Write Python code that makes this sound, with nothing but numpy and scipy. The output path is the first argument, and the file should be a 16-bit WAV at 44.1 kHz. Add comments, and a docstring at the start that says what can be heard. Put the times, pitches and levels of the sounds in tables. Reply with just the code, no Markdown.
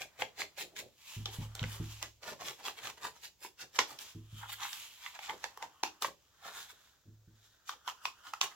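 """Inking the edge of a card

A small room, a camera's stereo microphone close to the hands. A foam ink dauber is brushed and flicked
over the edge of a hand-held card: each stroke is a dry scuff that often ends in a snap as the edge
springs free. Card slides and rustles in between. In three short runs the dauber is tapped on the ink
pad, and the table booms softly under it."""
import sys
import numpy as np
from scipy import signal
from scipy.fft import rfft, irfft, next_fast_len
from scipy.io import wavfile
from scipy.ndimage import map_coordinates

SR = 44100
rng = np.random.default_rng(int(sys.argv[2]) if len(sys.argv) > 2 else 0)


def wav_out(sig):
    """Save sig, one row per channel (or a flat mono array), as 16-bit PCM at SR to the path in sys.argv[1]."""
    wavfile.write(sys.argv[1], SR, np.round(np.clip(np.atleast_2d(sig).T, -1, 1) * 32767).astype(np.int16))


N = 377055


def amp(db):
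    """Decibels to gain."""
    return 10 ** (np.asarray(db) / 20)


def unit(x):
    """Scale to rms 1."""
    return x / np.sqrt(np.mean(x ** 2) + 1e-20)


def along(points, hz):
    """Read (f/Hz, value) points on a log frequency axis."""
    f, values = np.transpose(points)
    return np.interp(np.log(hz + 1), np.log(f + 1), values)


def wobble(rate):
    """A smooth random curve, rate knots a second."""
    return map_coordinates(rng.standard_normal(int(N * rate / SR) + 4), [np.arange(N) * rate / SR])


def swell(t, rise, fall):
    """A smooth rise up to t = 0 and a fall after it."""
    return np.exp(-np.abs(t / np.where(t < 0, rise, fall)) ** 1.5)


def filtered(x, response):
    """Filter x by a complex response of frequency."""
    n = x.shape[-1]
    padded = next_fast_len(n + 4096)
    return irfft(rfft(x, padded) * response(np.fft.rfftfreq(padded, 1 / SR)), padded)[..., :n]


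def add(track, s, sound):
    """Mix a sound into the track at time s."""
    start = round(s * SR)
    skip, start = max(-start, 0), max(start, 0)
    part = sound[..., skip:skip + N - start]
    track[..., start:start + part.shape[-1]] += part


# how alike the microphone's two sides are: f/Hz, correlation
MIC_LIKENESS = [(100, 0.74), (600, 0.93), (1200, 0.72), (2200, 0.45), (4500, 0.43), (12000, 0.064)]
def at_mic(pair, spectrum, lead_ms=0):
    """Two unrelated signals become coloured stereo at rms 1, the right side lead_ms ahead."""
    turn = lambda hz: np.arccos(np.clip(along(MIC_LIKENESS, hz), 0, 1)) / 2
    colour = lambda hz: amp(along(spectrum, hz)) * [np.cos(turn(hz)), np.sin(turn(hz))]
    lead = lambda hz: np.exp(1j * np.pi * hz * lead_ms / 1000 * np.array([[-1], [1]]))
    mid, side = filtered(pair, colour)
    return unit(filtered(np.array([mid + side, mid - side]), lead))


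def friction(spectrum, grain_db, grain_rate):
    """Countless tiny slips of uneven size, rms 1."""
    slips = rng.standard_normal((2, N)) * amp(grain_db * wobble(grain_rate))
    return at_mic(slips, spectrum, lead_ms=0.05)


# the room at rest: f/Hz, level/dB
ROOM_TONE = [(20, -9), (60, 15), (110, 11.5), (200, 1.5), (500, 1.5), (1500, -11.5), (4000, -5),
             (7200, -2.5), (9000, -18.5), (16000, -3.5)]
def room_tone():
    """The faint, steady air of the room."""
    return amp(-73) * at_mic(rng.standard_normal((2, N)), ROOM_TONE)


# the held card never lies quite still: t/s, rustle level/dB, hiss level/dB
CREEP = [(0.0, -74, -69), (0.16, -65, -68), (0.62, -69, -66), (1.07, -86, -71), (1.21, -70, -60.5),
         (1.79, -55.5, -63.5), (2.19, -93, -76.5), (2.48, -70, -58), (2.9, -70, -61), (3.47, -86, -79.5),
         (3.95, -60.5, -60.5), (4.12, -72, -68.5), (4.36, -77, -65), (4.57, -64, -51.5), (4.93, -74, -57),
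         (5.31, -58.5, -54.5), (5.67, -65, -68), (5.97, -66, -67), (6.12, -84, -74), (6.41, -66, -66.5),
         (6.57, -59.5, -59.5), (7.19, -85.5, -83.5), (7.93, -65, -67), (8.24, -66, -66),
         (8.55, -59.5, -61.5)]
# it is turned or pushed along in the hand: peak t/s, length/s, level/dB
SLIDES = [(1.111, 0.144, -47), (1.338, 0.033, -47), (1.926, 0.21, -50.5), (4.074, 0.11, -52),
          (4.393, .1, -50), (4.832, .16, -49.5), (6.61, 0.083, -45.5), (6.843, 0.16, -68),
          (7.449, 0.14, -67)]
# its rustle and its hiss from close by: f/Hz, level/dB
SLIDE_RUSTLE = [(100, -18), (400, -17), (650, -7), (900, -2), (1150, -1), (1500, -1.5), (1900, -3.5),
                (3000, -37.5)]
SLIDE_HISS = [(1000, -26.5), (1800, -8), (2400, -1.5), (3200, 0.5), (4500, -3.5), (7200, -2.5), (8800, -14),
              (12000, -9.5), (16000, -14)]
def slides(crinkles_per_s=22, crinkle_s=0.0013):
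    """Card creeps between the fingers and over the sheets beneath, catching in tiny crinkles."""
    s, rustle_db, hiss_db = np.transpose(CREEP)
    t = np.arange(N) / SR
    pushes = sum(amp(db) * swell(t - peak, length / 2, length / 2) for peak, length, db in SLIDES)
    unsteady = amp(1.1 * wobble(35))
    catches = (rng.random(N) < crinkles_per_s / SR) * rng.random(N)
    crinkle = 1 + 1.6 * signal.lfilter([1], [1, -np.exp(-1 / (crinkle_s * SR))], catches)
    rustle_gain = amp(np.interp(t, s, rustle_db) - 4.5) + amp(-16.5) * pushes
    hiss_gain = amp(np.interp(t, s, hiss_db) - 4) + amp(-3) * pushes
    rustle = rustle_gain * friction(SLIDE_RUSTLE, grain_db=2, grain_rate=200)
    hiss = hiss_gain * friction(SLIDE_HISS, grain_db=1.5, grain_rate=1200)
    return unsteady * (rustle + crinkle * hiss)


# the card in the hand: t/s, brightness/dB (facing the microphone), slack/dB (bending freely)
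HOLD = [(.8, -2.5, -0.5), (1.3, -1.5, 0), (2.4, 2, 0), (2.8, -3, -6), (3.4, 4.5, -1.5), (4.05, 2, -4),
        (4.4, -5, -19.5), (5.2, -3, -23), (5.33, 0.5, -3.5), (6.1, 1.5, -5), (6.6, 0, -10), (7.7, 5, -13.5),
        (8.5, 1, -12.5)]
def hold(s):
    """Brightness and slack of the held card at time s, in dB."""
    times, *columns = np.transpose(HOLD)
    return [np.interp(s, times, column) for column in columns]


def gripped(x, depth_db=3.5, spacing_hz=110.04):
    """Each new grip on the card shifts its many narrow resonances."""
    knots = rng.standard_normal(400)
    gain = lambda hz: unit(amp(depth_db * map_coordinates(knots, [hz / spacing_hz], mode="mirror")))
    return filtered(x, gain)


# the card's voices from close by, low to high: f/Hz, level/dB
FLEX = [(40, -22), (130, -10), (230, -12), (400, -4), (600, -4.5), (800, -11), (1400, -49.5)]
SHEET = [(350, -45), (600, -19.5), (800, 2.5), (1100, -1.5), (1450, -2.5), (1800, -3.5), (2400, -13.5),
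         (4000, -49)]
RASP = [(1000, -45), (1650, -3.5), (2100, -1), (2700, -1), (3600, -1), (4600, -3.5), (6000, -5),
        (7400, -4.5), (8600, -36), (12000, -37)]
FIZZ = [(5000, -35), (7500, 4.5), (9000, -2), (12000, 1.5), (15500, -1.5), (17000, -12.5)]
# foam and fingers rub the card: peak t/s, length/s, level/dB, sheet offset/dB, fizz offset/dB
SCUFFS = [(.018, 0.043, -42.5, -9.5, -11), (.211, .036, -40, -4, -13), (.408, 0.048, -37, -9.5, -13),
          (.586, 0.021, -42, -10.5, -11.5), (0.611, 0.045, -38, -14, -10), (0.767, 0.014, -43, -20, -14),
          (0.793, 0.037, -40.5, -13, -9.5), (1.35, 0.072, -52, -7, -4), (1.43, 0.06, -51, -8.5, -10.5),
          (1.61, 0.071, -54, -2, -13), (1.73, .1, -46.5, -9.5, -7.5), (2.024, .02, -50, -2, -8),
          (2.235, .02, -51, -3, -11.5), (2.288, .07, -45, -1.5, -9), (2.331, .017, -55, -1, -19),
          (2.414, 0.031, -47.5, 1.5, -12.5), (2.478, 0.068, -41.5, -7.5, -8),
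          (2.6, 0.03, -58.5, 4.5, -10.5), (2.669, .054, -39.5, -6, -10.5), (2.785, 0.033, -49, -1.5, -10.5),
          (2.855, .057, -41, -5.5, -11.5), (2.902, 0.012, -45.5, -8, -12.5), (2.98, 0.014, -54.5, 0, -10.5),
          (3.052, 0.056, -42, -2.5, -9), (3.165, .05, -60.5, -6, -8.5), (3.248, 0.047, -46.5, -13, -7.5),
          (3.444, .053, -50, -7, -3), (3.615, .043, -44, -8.5, -11.5), (3.765, 0.039, -46, -5, -6.5),
          (3.802, 0.017, -36, -9.5, -24), (3.91, 0.054, -49, -3.5, -6.5), (4.02, 0.037, -49, -11.5, -4.5),
          (4.435, 0.045, -58.5, 12, -12), (4.5, 0.028, -42, -9.5, -11), (4.53, 0.02, -38, -14, -6.5),
          (4.636, 0.064, -37, -6, -15.5), (4.72, 0.15, -51, -11, -1.5), (5.053, 0.11, -49, -8, -10.5),
          (5.158, .025, -47.5, -2, -22), (5.248, 0.062, -45, -9.5, -14), (5.301, 0.024, -48.5, 9, -10.5),
          (5.333, 0.036, -57.5, 4, -12), (5.435, .025, -52, -5, -11), (5.63, 0.047, -58.5, 6.5, -8.5),
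          (6.028, 0.021, -43, -6, -2), (6.059, 0.04, -46, 1.5, -7), (6.473, 0.073, -49, 0.5, -8.5),
          (6.569, 0.07, -49.5, -1.5, -5.5), (6.704, 0.038, -53.5, -3.5, -6.5),
          (7.69, .038, -48.5, -12, -7.5), (7.73, 0.026, -60, 8, -10), (7.888, .045, -50.5, 1, -6),
          (8.055, 0.048, -53.5, -2, -4.5), (8.275, 0.066, -53.5, -2, -8.5), (8.44, 0.028, -44.5, 0.5, -6.5),
          (8.52, 0.031, -60.5, 3.5, -10)]
def scuffs(rise_share=0.46, tail_lag_s=0.008, tail_rise_s=0.005, tail_fall_s=0.033):
    """The foam rubs over the edge: grainy friction that swells and dies with every stroke."""
    voices = np.array([amp(-5.5) * friction(FLEX, grain_db=3.5, grain_rate=140),
                       amp(-0.5) * friction(SHEET, grain_db=3, grain_rate=400),
                       amp(-0.88) * friction(RASP, grain_db=3, grain_rate=600),
                       amp(0.5) * friction(FIZZ, grain_db=2, grain_rate=520)])
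    rubs = [(s, rise_share * length, (1 - rise_share) * length, *levels_db)
            for s, length, *levels_db in SCUFFS]
    # a short rasping tail dies away after each snap, louder after a louder crack
    snap_tails = [(s + tail_lag_s, tail_rise_s, tail_fall_s, db + sharp_db - 12, -3, -14)
                  for s, db, _, sharp_db, *_ in SNAPS]
    out = np.zeros((2, N))
    for s, rise, fall, db, body_db, fizz_db in rubs + snap_tails:
        _, slack_db = hold(s)
        gains = amp([db + body_db + slack_db, db + body_db, db, db + fizz_db])
        span = np.arange(max(round((s - 4 * rise) * SR), 0), min(round((s + 4 * fall) * SR), N))
        rasp = np.tensordot(gains, voices[:, :, span], 1) * swell(span / SR - s, rise, fall)
        add(out, span[0] / SR, gripped(rasp))
    return out


# the air between card, hands and table: t/s, lower f/Hz, upper f/Hz, strength/dB
POCKET = [(0, 580, 2200, 10.5), (.9, 665, 2180, 1), (1.08, 1020, 2380, 5.5), (1.25, 800, 3200, 8),
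          (1.6, 1330, 3230, 2), (1.9, 970, 2820, 3.5), (2.25, 940, 2230, 1.5), (2.7, 1010, 3790, 1.5),
          (4.15, 957, 3200, 2), (4.35, 1340, 3190, 9.5), (4.65, 1160, 3340, 6), (5.1, 1050, 2200, -2),
          (5.45, 1150, 1780, 7), (5.6, 1080, 3110, 7.5), (5.85, 1080, 3030, 13.5), (6.1, 1176, 2600, -1),
          (6.35, 1433, 3650, 6), (7.55, 1570, 3660, 8.5), (8.03, 1460, 2970, 16), (8.55, 1280, 3100, 4.5)]
def air_pocket(x, dip_lag_s=0.045, dip_s=0.052):
    """Two resonances glide as the hands move; the rasp brightens when the card faces the microphone."""
    hz, t, spectra = signal.stft(x, SR, nperseg=512, noverlap=384)
    s, *columns = np.transpose(POCKET)
    lower_hz, upper_hz, strength_db = [np.interp(t, s, column) for column in columns]
    # just after each snap the resonances weaken and, if the sheet rings lower, dip towards its pitch
    dips = np.array([swell(t - snap[0] - dip_lag_s, dip_s, dip_s) for snap in SNAPS])
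    dip_hz = 0.97 * np.array([[sheet_hz] for *_, sheet_hz, _ in SNAPS])
    strength_db = strength_db * (1 - 0.26 * dips.max(axis=0))
    low_hz = lower_hz - np.max(dips * np.maximum(lower_hz - dip_hz, 0), axis=0)
    high_hz = upper_hz * (low_hz / lower_hz) ** 0.3
    bump = lambda centre, octaves: np.exp(-(np.log2((hz[:, None] + 1) / centre) / octaves) ** 2)
    peak = lambda centre, octaves: bump(centre, octaves) - 0.37 * bump(centre, 3 * octaves)
    pocket_db = strength_db * (0.94 * peak(low_hz, octaves=0.35) + peak(high_hz, octaves=0.22))
    facing_db = hold(t)[0] * bump(5520, octaves=0.36)
    return signal.istft(spectra * amp(pocket_db + facing_db), SR, nperseg=512, noverlap=384)[1][:, :N]


# the card bends in the fingers between strokes: t/s, level/dB, fall/s
FLOPS = [(0.67, -65, 0.021), (0.744, -61, 0.025), (0.855, -58.5, 0.033)]
def flops(lag_s=0.032, rebound_s=0.021):
    """The whole card bends and pushes a dull puff of air; it also bends back after every scuff."""
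    push, t = np.zeros(N), np.arange(-SR // 5, SR // 5) / SR
    rebounds = [(s + lag_s, db + body_db + hold(s)[1] - 8.5, rebound_s)
                for s, _, db, body_db, _ in SCUFFS]
    for s, db, fall in FLOPS + rebounds:
        add(push, s + t[0], amp(db) * swell(t, 0.85 * fall, fall))
    return amp(1.5) * push * friction(FLEX, grain_db=2.5, grain_rate=160)


def unit_blow(x):
    """Scale a transient to a set power over its first 9 ms."""
    return x / np.sqrt(np.mean(x[..., :SR // 111] ** 2) * 9 / 5)


def sheet_ring(t, hz, t60, attack_s=0.00075):
    """One damped mode of a thin sheet, which radiates almost nothing below it."""
    mode = np.sin(2 * np.pi * hz * t) * amp(-60 * t / t60) * (1 - np.exp(-t / attack_s))
    return unit_blow(signal.lfilter(*signal.butter(2, 0.75 * hz, "high", fs=SR), mode))


# the stiff edge and its crack from close by: f/Hz, level/dB
EDGE = [(1100, -31), (1700, -4.5), (2600, 1), (3500, 0.5), (4600, -15.5), (7000, -46.5)]
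CRACK = [(2500, -22.5), (3700, 1), (6000, 2.5), (7400, -5.5), (8600, -14.5), (12000, -39)]
# the edge springs free or is struck, just right of the microphone:
# t/s, edge level/dB, sheet offset/dB, crack offset/dB, sheet f/Hz, edge f/Hz
SNAPS = [(0.2207, -28.5, -3, -15.5, 817, 2090), (0.4176, -34, -13, -22.5, 1140, 2130),
         (1.2574, -34, -12, -5, 1210, 3400), (1.5514, -50.5, -2, 6, 1430, 3510),
         (1.593, -39.5, -12.5, -11.5, 1460, 3800), (1.629, -40.5, -3, -7.5, 1474, 3200),
         (1.6388, -37, -8.5, -13.5, 1486, 1940), (2.0266, -40, -5.5, 3.5, 1070, 2500),
         (2.682, -40, 1, -7.5, 1160, 2830), (2.871, -43, 1.5, -2, 1223, 2630),
         (3.448, -55.5, 12.5, -1.5, 975, 2090), (3.7894, -22.5, -1, -2.5, 1057, 1830),
         (3.9884, -46.5, -20, 1, 1596, 3340), (4.7302, -42, -8.5, 0.5, 1540, 3320),
         (5.0622, -39.5, -5.5, -18.5, 1172, 2000), (5.1904, -45, 1, -9.5, 853, 2250),
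         (5.2958, -36.5, -5.5, -20, 1093, 1970), (5.4408, -34.5, -3.5, -4, 900, 1700),
         (5.5741, -59, 14, 3.5, 1016, 2910), (5.625, -41.5, 1, -4, 867, 1880),
         (5.834, -33, 5, 2, 915, 2430), (6.022, -41.5, 5, 7, 1185, 3690),
         (6.0461, -41, 13.5, -15.5, 1133, 2182), (7.6927, -41, 7, -3, 1140, 3660),
         (7.877, -40.5, 4.5, -3.5, 1026, 3130), (7.8839, -47.5, 12.5, -15.5, 1023, 1840),
         (8.0539, -30.5, -2, -7.5, 1007, 2570), (8.336, -45.5, 11, -1, 1300, 2620),
         (8.4126, -25.5, -7, -1, 1110, 3100)]
def snaps(crack_s=0.0034, flex_hz=470, edge_q=6):
    """A burst of cracks, a few ms long, kicks the sheet into some cycles of ringing."""
    out, t = np.zeros((2, N)), np.arange(SR // 16) / SR - 0.004
    after = np.maximum(t, 0)
    slip = 0.12 * np.exp(-np.abs(t) / crack_s)  # the edge slips faintly just before it lets go
    burst = np.where(t > 0, 1, slip) * np.exp(-(after / crack_s) ** 4)

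    def crackle(spectrum, lead_ms):
        return unit_blow(at_mic(rng.standard_normal((2, len(t))) * burst, spectrum, lead_ms))

    for s, edge_db, body_db, sharp_db, sheet_hz, edge_hz in SNAPS:
        _, slack_db = hold(s)
        sheet_db = edge_db + body_db
        flex_db = sheet_db - 7 + 1.6 * slack_db
        fizz_db = -27 + 0.56 * edge_db + 1.3 * sharp_db
        lead_ms = rng.normal(0.04, 0.044)
        damping = lambda hz: 1j * hz * edge_hz / edge_q
        resonance = lambda hz: 0.14 + damping(hz) / (edge_hz ** 2 - hz ** 2 + damping(hz))
        flex = amp(flex_db) * sheet_ring(after, flex_hz * rng.lognormal(0, 0.13), t60=0.032)
        ring = sheet_ring(after, sheet_hz, t60=0.017)
        sheet = amp(sheet_db) * unit_blow(0.67 * ring + 0.45 * crackle(SHEET, lead_ms))
        edge = amp(edge_db) * unit_blow(filtered(crackle(EDGE, lead_ms), resonance))
        crack = amp(edge_db + sharp_db) * crackle(CRACK, lead_ms)
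        fizz = amp(fizz_db) * crackle(FIZZ, lead_ms)
        add(out, s + t[0], flex + sheet + edge + crack + fizz)
    return out * amp([[-1.04], [0.96]])


def struck(modes, t):
    """Damped modes ring, their level and left-right phase a little different at each blow."""
    return sum(amp(db + rng.normal(0, 1) - 60 * t / t60)
               * np.sin(2 * np.pi * hz * t + rng.normal(0, 0.18, (2, 1))) for hz, db, t60 in modes)


# modes of the table top and of the ink pad's case: f/Hz, level/dB, t60/s
TABLE_MODES = [(34, -17, 0.78), (66.3, -16, 1), (107.2, -0.5, 0.68), (123, 5, 0.1), (155.3, -9, 0.28),
               (219, -12, 0.27)]
PAD_MODES = [(167, 2.5, 0.12), (240.5, -4.5, 0.24), (322, -2.5, 0.24), (351, -13, 0.3), (429, -13, 0.21)]
# the dull shudder of everything on the table: f/Hz, level/dB
SHUDDER = [(20, -8), (60, -5), (130, -1), (240, -6), (420, -21), (900, -46)]
# the dauber lands on the pad: t/s, table level/dB, case level/dB, contact/s
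TAPS = [(1.166, -37, -41, 0.0075), (1.386, -33.5, -57, 0.0039), (1.617, -33.5, -60, 0.0031),
        (1.8, -36.5, -28.5, 0.0036), (4.15, -44, -33.5, 0.0099), (4.327, -47, -54, 0.006),
        (7.055, -64, -52, 0.0045), (7.075, -51.5, -46.5, 0.0097), (7.276, -56, -53, 0.0031)]
def taps(shudder_t60=0.33):
    """Soft foam on the ink pad: the table top booms and shudders, and the pad's case knocks."""
    out, t = np.zeros((2, N)), np.arange(SR) / SR
    for s, table_db, pad_db, contact_s in TAPS:
        shudder = amp(-12 - 60 * t / shudder_t60) * at_mic(rng.standard_normal((2, SR)), SHUDDER)
        boom = amp(table_db + 0.6) * (struck(TABLE_MODES, t) + shudder)
        knock = amp(pad_db - 10) * struck(PAD_MODES, t)
        add(out, s, (boom + knock) * (1 - np.exp(-t / contact_s)))
    return out * amp([[0.1], [1.1]])


# the small room's decay: f/Hz, t60/s
ROOM_DECAY = [(150, 0.47), (500, 0.25), (1400, 0.15), (4000, 0.23), (12000, 0.21)]
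def room(x, gap_s=0.004):
    """A short tail, drawn anew every third of a second as the hands move about."""
    out, block = np.zeros((2, N)), SR // 3
    near_flat = [(100, 0.01), (16000, 0.0025)]
    for start in range(0, N, block):
        noise = at_mic(rng.standard_normal((2, block)), near_flat)
        noise += 0.9 * rng.standard_normal((2, block))
        hz, t, spectra = signal.stft(noise, SR, nperseg=256)
        decay = amp(-60 * t / along(ROOM_DECAY, hz)[:, None])
        tail = signal.istft(spectra * decay, SR, nperseg=256)[1]
        tail /= np.linalg.norm(tail[0])
        add(out, start / SR + gap_s, signal.fftconvolve(x[:, start:start + block], tail, axes=1))
    return out


def scene():
    """Card and dauber close to the microphone, the room's answer and its faint air behind them."""
    rubbing = (air_pocket(scuffs() + slides()) + flops()) * amp([[-0.4], [0.4]])
    snapping = snaps()
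    to_room = amp(-8.5) * rubbing + amp(-7.5) * snapping
    return rubbing + snapping + taps() + room(to_room) + room_tone()


def record(dry):
    """The camera keeps nothing above 16.2 kHz."""
    return filtered(dry, lambda hz: hz < 16200)


dry = scene()
out = record(dry)
wav_out(out)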